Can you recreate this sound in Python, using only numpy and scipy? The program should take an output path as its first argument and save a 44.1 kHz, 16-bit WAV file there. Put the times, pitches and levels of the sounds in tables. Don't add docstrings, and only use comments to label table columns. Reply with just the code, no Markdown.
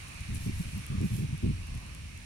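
import sys
import numpy as np
from scipy import signal
from scipy.fft import rfft, irfft, next_fast_len
from scipy.io import wavfile
from scipy.ndimage import uniform_filter1d

SR = 44100
rng = np.random.default_rng(int(sys.argv[2]) if len(sys.argv) > 2 else 0)


def wav_record(signal):
    frames = np.transpose(np.atleast_2d(signal))
    bounded = np.clip(frames, -1, 1)
    quanta = np.round(bounded * 32767).astype(np.int16)
    wavfile.write(sys.argv[1], SR, quanta)


N = 99225
TIME_S = np.arange(N) / SR

# t/s, length/s, body/dB, depths/dB, edge/dB
RUMBLE_BURSTS = [(0.208, 0.011, -51, -34.5, -75), (0.285, 0.093, -39.5, -35.5, -53.5),
                 (0.404, 0.044, -44.5, -38, -62), (0.462, 0.037, -30, -39, -42),
                 (0.516, 0.068, -44, -34.5, -80), (0.6, 0.0059, -26.5, -33.5, -44.5),
                 (0.649, 0.047, -44, -36.5, -89), (0.731, 0.079, -37.5, -49.5, -60.5),
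                 (0.903, 0.055, -32, -40, -47.5), (0.974, 0.025, -36.5, -31, -50),
                 (1.002, 0.041, -29, -46, -38), (1.041, 0.023, -28, -54, -52),
                 (1.103, 0.055, -30, -41, -52.5), (1.179, 0.076, -31, -44, -46.5),
                 (1.285, 0.027, -36, -44, -72), (1.327, 0.018, -28.5, -60, -49),
                 (1.432, 0.017, -28.5, -31, -31), (1.457, 0.054, -28.5, -33.5, -42),
                 (1.517, 0.044, -60, -32.5, -70), (1.58, 0.055, -48.5, -43.5, -67),
                 (1.688, 0.1, -44, -37, -77)]
# f/Hz, level/dB
BODY_SPECTRUM = [(40, -32), (85, -2.5), (125, 2.5), (165, -1), (210, -3.5), (270, -17), (400, -41),
                 (700, -86)]
DEPTHS_SPECTRUM = [(15, -5), (36, 3), (80, 5), (110, 3.5), (170, -13), (400, -47)]
EDGE_SPECTRUM = [(130, -36), (230, -1.5), (300, -4), (400, -9), (500, -17.5), (700, -33), (1400, -65)]


def rumble(attack_s=0.0094, release_s=0.009):
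    power = np.zeros((3, N))
    for start_s, length_s, *levels_db in RUMBLE_BURSTS:
        rise = np.clip((TIME_S - start_s) / attack_s + .5, 0, 1)
        fall = np.exp(-np.maximum(TIME_S - start_s - length_s, 0) / release_s)
        power += (amp(levels_db)[:, None] * rise * fall) ** 2
    spectra = BODY_SPECTRUM, DEPTHS_SPECTRUM, EDGE_SPECTRUM
    parts = np.array([low_noise(spectrum, evenness=0.85) for spectrum in spectra])
    return (np.sqrt(power) * parts).sum(axis=0)


# f/Hz, left lead/rad
PORT_LEAD = [(45, 0.082), (130, 0.7), (260, 1.33), (400, 1.94), (600, 2.7)]
# f/Hz, L-R/dB
PORT_PAN = [(40, 0.5), (130, -0.7), (250, -1), (450, -4)]


def ports(shake):
    lead = lambda hz: np.exp(np.array([[.5j], [-.5j]]) * along(PORT_LEAD, hz))
    return filtered(shake, lambda hz: sides(along(PORT_PAN, hz)) * lead(hz))


# t/s, level/dB, decay/s, f/Hz, width/oct, L-R/dB
TICK_EVENTS = [(.3462, -35, 0.0036, 9900, .13, 4), (0.7786, -37, 0.0005, 13500, .35, -5),
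               (0.8657, -32, 0.0005, 9600, .42, -4), (1.3787, -37.5, 0.0004, 10200, .2, 0)]


def ticks(rise_per_decay=0.093):
    out = np.zeros((2, N))
    for start_s, level_db, decay_s, centre_hz, width_oct, pan_db in TICK_EVENTS:
        band = lambda hz: 1 / (1 + (np.log2((hz + 1) / centre_hz) / width_oct) ** 2)
        burst = unit(filtered(rng.standard_normal((2, N)), band))
        age_s = np.maximum(TIME_S - start_s, 0)
        envelope = np.minimum(age_s / (rise_per_decay * decay_s), 1) * np.exp(-age_s / decay_s)
        out += amp(level_db) * sides(pan_db) * envelope * burst
    return out


# peak t/s, rise/s, fall/s, level/dB, L-R/dB, top treble lift/dB
RUSTLE_STROKES = [(.356, .015, 0.021, -49.5, 1, -4), (.447, 0.037, 0.031, -51.5, 0.5, 5.5),
                  (.61, 0.058, 0.027, -52, -2, 3), (.74, 0.069, 0.083, -55, 1, -1),
                  (1.07, 0.03, .025, -56, -7, 5), (1.168, 0.044, 0.042, -51.5, -5.5, 5)]
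# f/Hz, level/dB
RUSTLE_SPECTRUM_L = [(1200, -28), (3000, -9), (9500, 1), (10500, 4.5), (12000, -11), (15500, -18)]
RUSTLE_SPECTRUM_R = [(1200, -29), (3000, -12), (7000, -2.5), (9800, -1.5), (11100, 4.5), (12200, -6.5),
                     (15500, -17)]


def rustles(grains_per_s=1100, spread_db=8, grain_db=-1.5, crisp_above_hz=12000):
    power, top_power = np.zeros((2, 2, N))
    for peak_s, rise_s, fall_s, level_db, pan_db, lift_db in RUSTLE_STROKES:
        width_s = np.where(TIME_S < peak_s, rise_s, fall_s)
        stroke = amp(level_db) * sides(pan_db) * gaussian(TIME_S, peak_s, width_s)
        power += stroke ** 2
        top_power += (amp(lift_db) * stroke) ** 2
    hits = rng.random((2, N)) < grains_per_s / SR
    grains = hits * amp(spread_db * rng.standard_normal((2, N)))
    left, right = rng.standard_normal((2, N)) + amp(grain_db) * unit(grains)
    hiss = np.array([coloured(left, RUSTLE_SPECTRUM_L), coloured(right, RUSTLE_SPECTRUM_R)])
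    top = filtered(hiss, lambda hz: 1 - 1 / (1 + (hz / crisp_above_hz) ** 20))
    return np.sqrt(power) * (hiss - top) + np.sqrt(top_power) * top


def stray_crackles(rate_per_s=9, rms_db=-68):
    left, right = (rng.random(N) < rate_per_s / SR) * rng.random((2, N))
    crackles = np.array([coloured(left, RUSTLE_SPECTRUM_L), coloured(right, RUSTLE_SPECTRUM_R)])
    return amp(rms_db) * crackles


# peak t/s, half-length/s, f/Hz, level/dB, L-R/dB
CALL_SWELLS = [(0.096, 0.062, 1130, -60, -4), (0.935, 0.065, 1190, -59.5, -6.5),
               (1.792, 0.14, 1074, -62.5, 0)]


def far_calls(width_hz=100):
    out = np.zeros((2, N))
    for peak_s, half_s, pitch_hz, level_db, pan_db in CALL_SWELLS:
        tone = unit(filtered(rng.standard_normal((2, N)), lambda hz: gaussian(hz, pitch_hz, width_hz)))
        out += amp(level_db) * sides(pan_db) * gaussian(TIME_S, peak_s, half_s) * tone
    return out


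# f/Hz, level/dB
DRONE_SPECTRUM = [(30, -14), (45, -1), (65, 1), (92, 1.5), (125, -7.5), (165, -8), (210, -15.5),
                  (300, -19.5), (450, -32), (900, -56)]
# t/s, level/dB
DRONE_ENVELOPE = [(0, -47), (.25, -45), (1.65, -42.5), (2.25, -45.5)]


def drone():
    return amp(curves(DRONE_ENVELOPE)[0]) * low_noise(DRONE_SPECTRUM, evenness=0.22)


# f/Hz, level/dB
AIR_SPECTRUM_L = [(150, -17), (400, -3), (650, -3), (1100, -1.5), (1400, -5), (1850, 2.5), (3400, -0.5),
                  (4400, -2.5), (5100, -6), (5800, -3.5), (7300, -8), (8500, -3.5), (9750, -0.6),
                  (11500, -15.5), (15500, -25)]
AIR_SPECTRUM_R = [(150, -4), (400, -9), (650, -5), (1400, -5.5), (1950, -2), (2350, 6), (2720, 2.5),
                  (3150, -7), (3600, -6.5), (4250, -7), (5000, -9), (5800, -7), (7200, -12.5), (11000, -15),
                  (12000, -23), (15500, -27)]
# t/s, left level/dB, right level/dB
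AIR_ENVELOPE = [(0, -49.5, -46.5), (.8, -49.5, -47), (1.4, -51.5, -49), (2.25, -54, -50)]
# f/Hz, coherence
AIR_COHERENCE = [(400, 0.44), (1000, 0.49), (1500, 0.054), (2100, 0.29), (3200, 0.37), (5500, 0.2),
                 (8000, 0.055)]


def air(left_lag_s=0.0007225):
    share = lambda hz: along(AIR_COHERENCE, hz)
    lag = lambda hz: np.exp(np.array([[-1j], [1j]]) * np.pi * hz * left_lag_s)
    direct = filtered(rng.standard_normal(N), lambda hz: np.sqrt(share(hz)) * lag(hz))
    diffuse = filtered(rng.standard_normal((2, N)), lambda hz: np.sqrt(1 - share(hz)))
    left, right = direct + diffuse
    hiss = np.array([coloured(left, AIR_SPECTRUM_L), coloured(right, AIR_SPECTRUM_R)])
    return amp(curves(AIR_ENVELOPE)) * hiss


def patchy(x, depth_db):
    spectra = signal.stft(x, nperseg=1024)[2]
    field = uniform_filter1d(rng.standard_normal(spectra.shape[1:]), size=6, axis=0)
    field = uniform_filter1d(field, size=9, axis=1)
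    return signal.istft(spectra * amp(depth_db * unit(field)))[1][:, :N]


def low_noise(spectrum, evenness):
    noise = coloured(rng.standard_normal(N), spectrum)
    power = np.abs(uniform_filter1d(np.abs(signal.hilbert(noise)) ** 2, size=700)) + 1e-3
    evened = noise / power ** (evenness / 2)
    cutoff_hz = spectrum[-1][0]
    return unit(filtered(evened, lambda hz: 1 / (1 + (hz / cutoff_hz) ** 8)))


def coloured(x, spectrum):
    return unit(filtered(x, lambda hz: amp(along(spectrum, hz))))


def filtered(x, response):
    size = next_fast_len(N + 8192)
    return irfft(rfft(x, size) * response(np.fft.rfftfreq(size, 1 / SR)), size)[..., :N]


def along(points, hz):
    points_hz, values = np.transpose(points)
    return np.interp(np.log(hz + 1), np.log(points_hz + 1), values)


def curves(rows):
    times_s, *columns = np.transpose(rows)
    return np.array([np.interp(TIME_S, times_s, column) for column in columns])


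def gaussian(x, centre, width):
    return np.exp(-.5 * ((x - centre) / width) ** 2)


def sides(pan_db):
    return amp(np.array([[.5], [-.5]]) * pan_db)


def amp(db):
    return 10 ** (np.asarray(db) / 20)


def unit(x):
    return x / np.sqrt(np.mean(x ** 2) + 1e-20)


def scene():
    lows = ports(rumble() + drone())
    hiss = patchy(air(), depth_db=1.16)
    return lows + hiss + far_calls() + rustles() + ticks() + stray_crackles()


def record(dry):
    return filtered(dry, lambda hz: hz < 15850)


dry = scene()
out = record(dry)
wav_record(out)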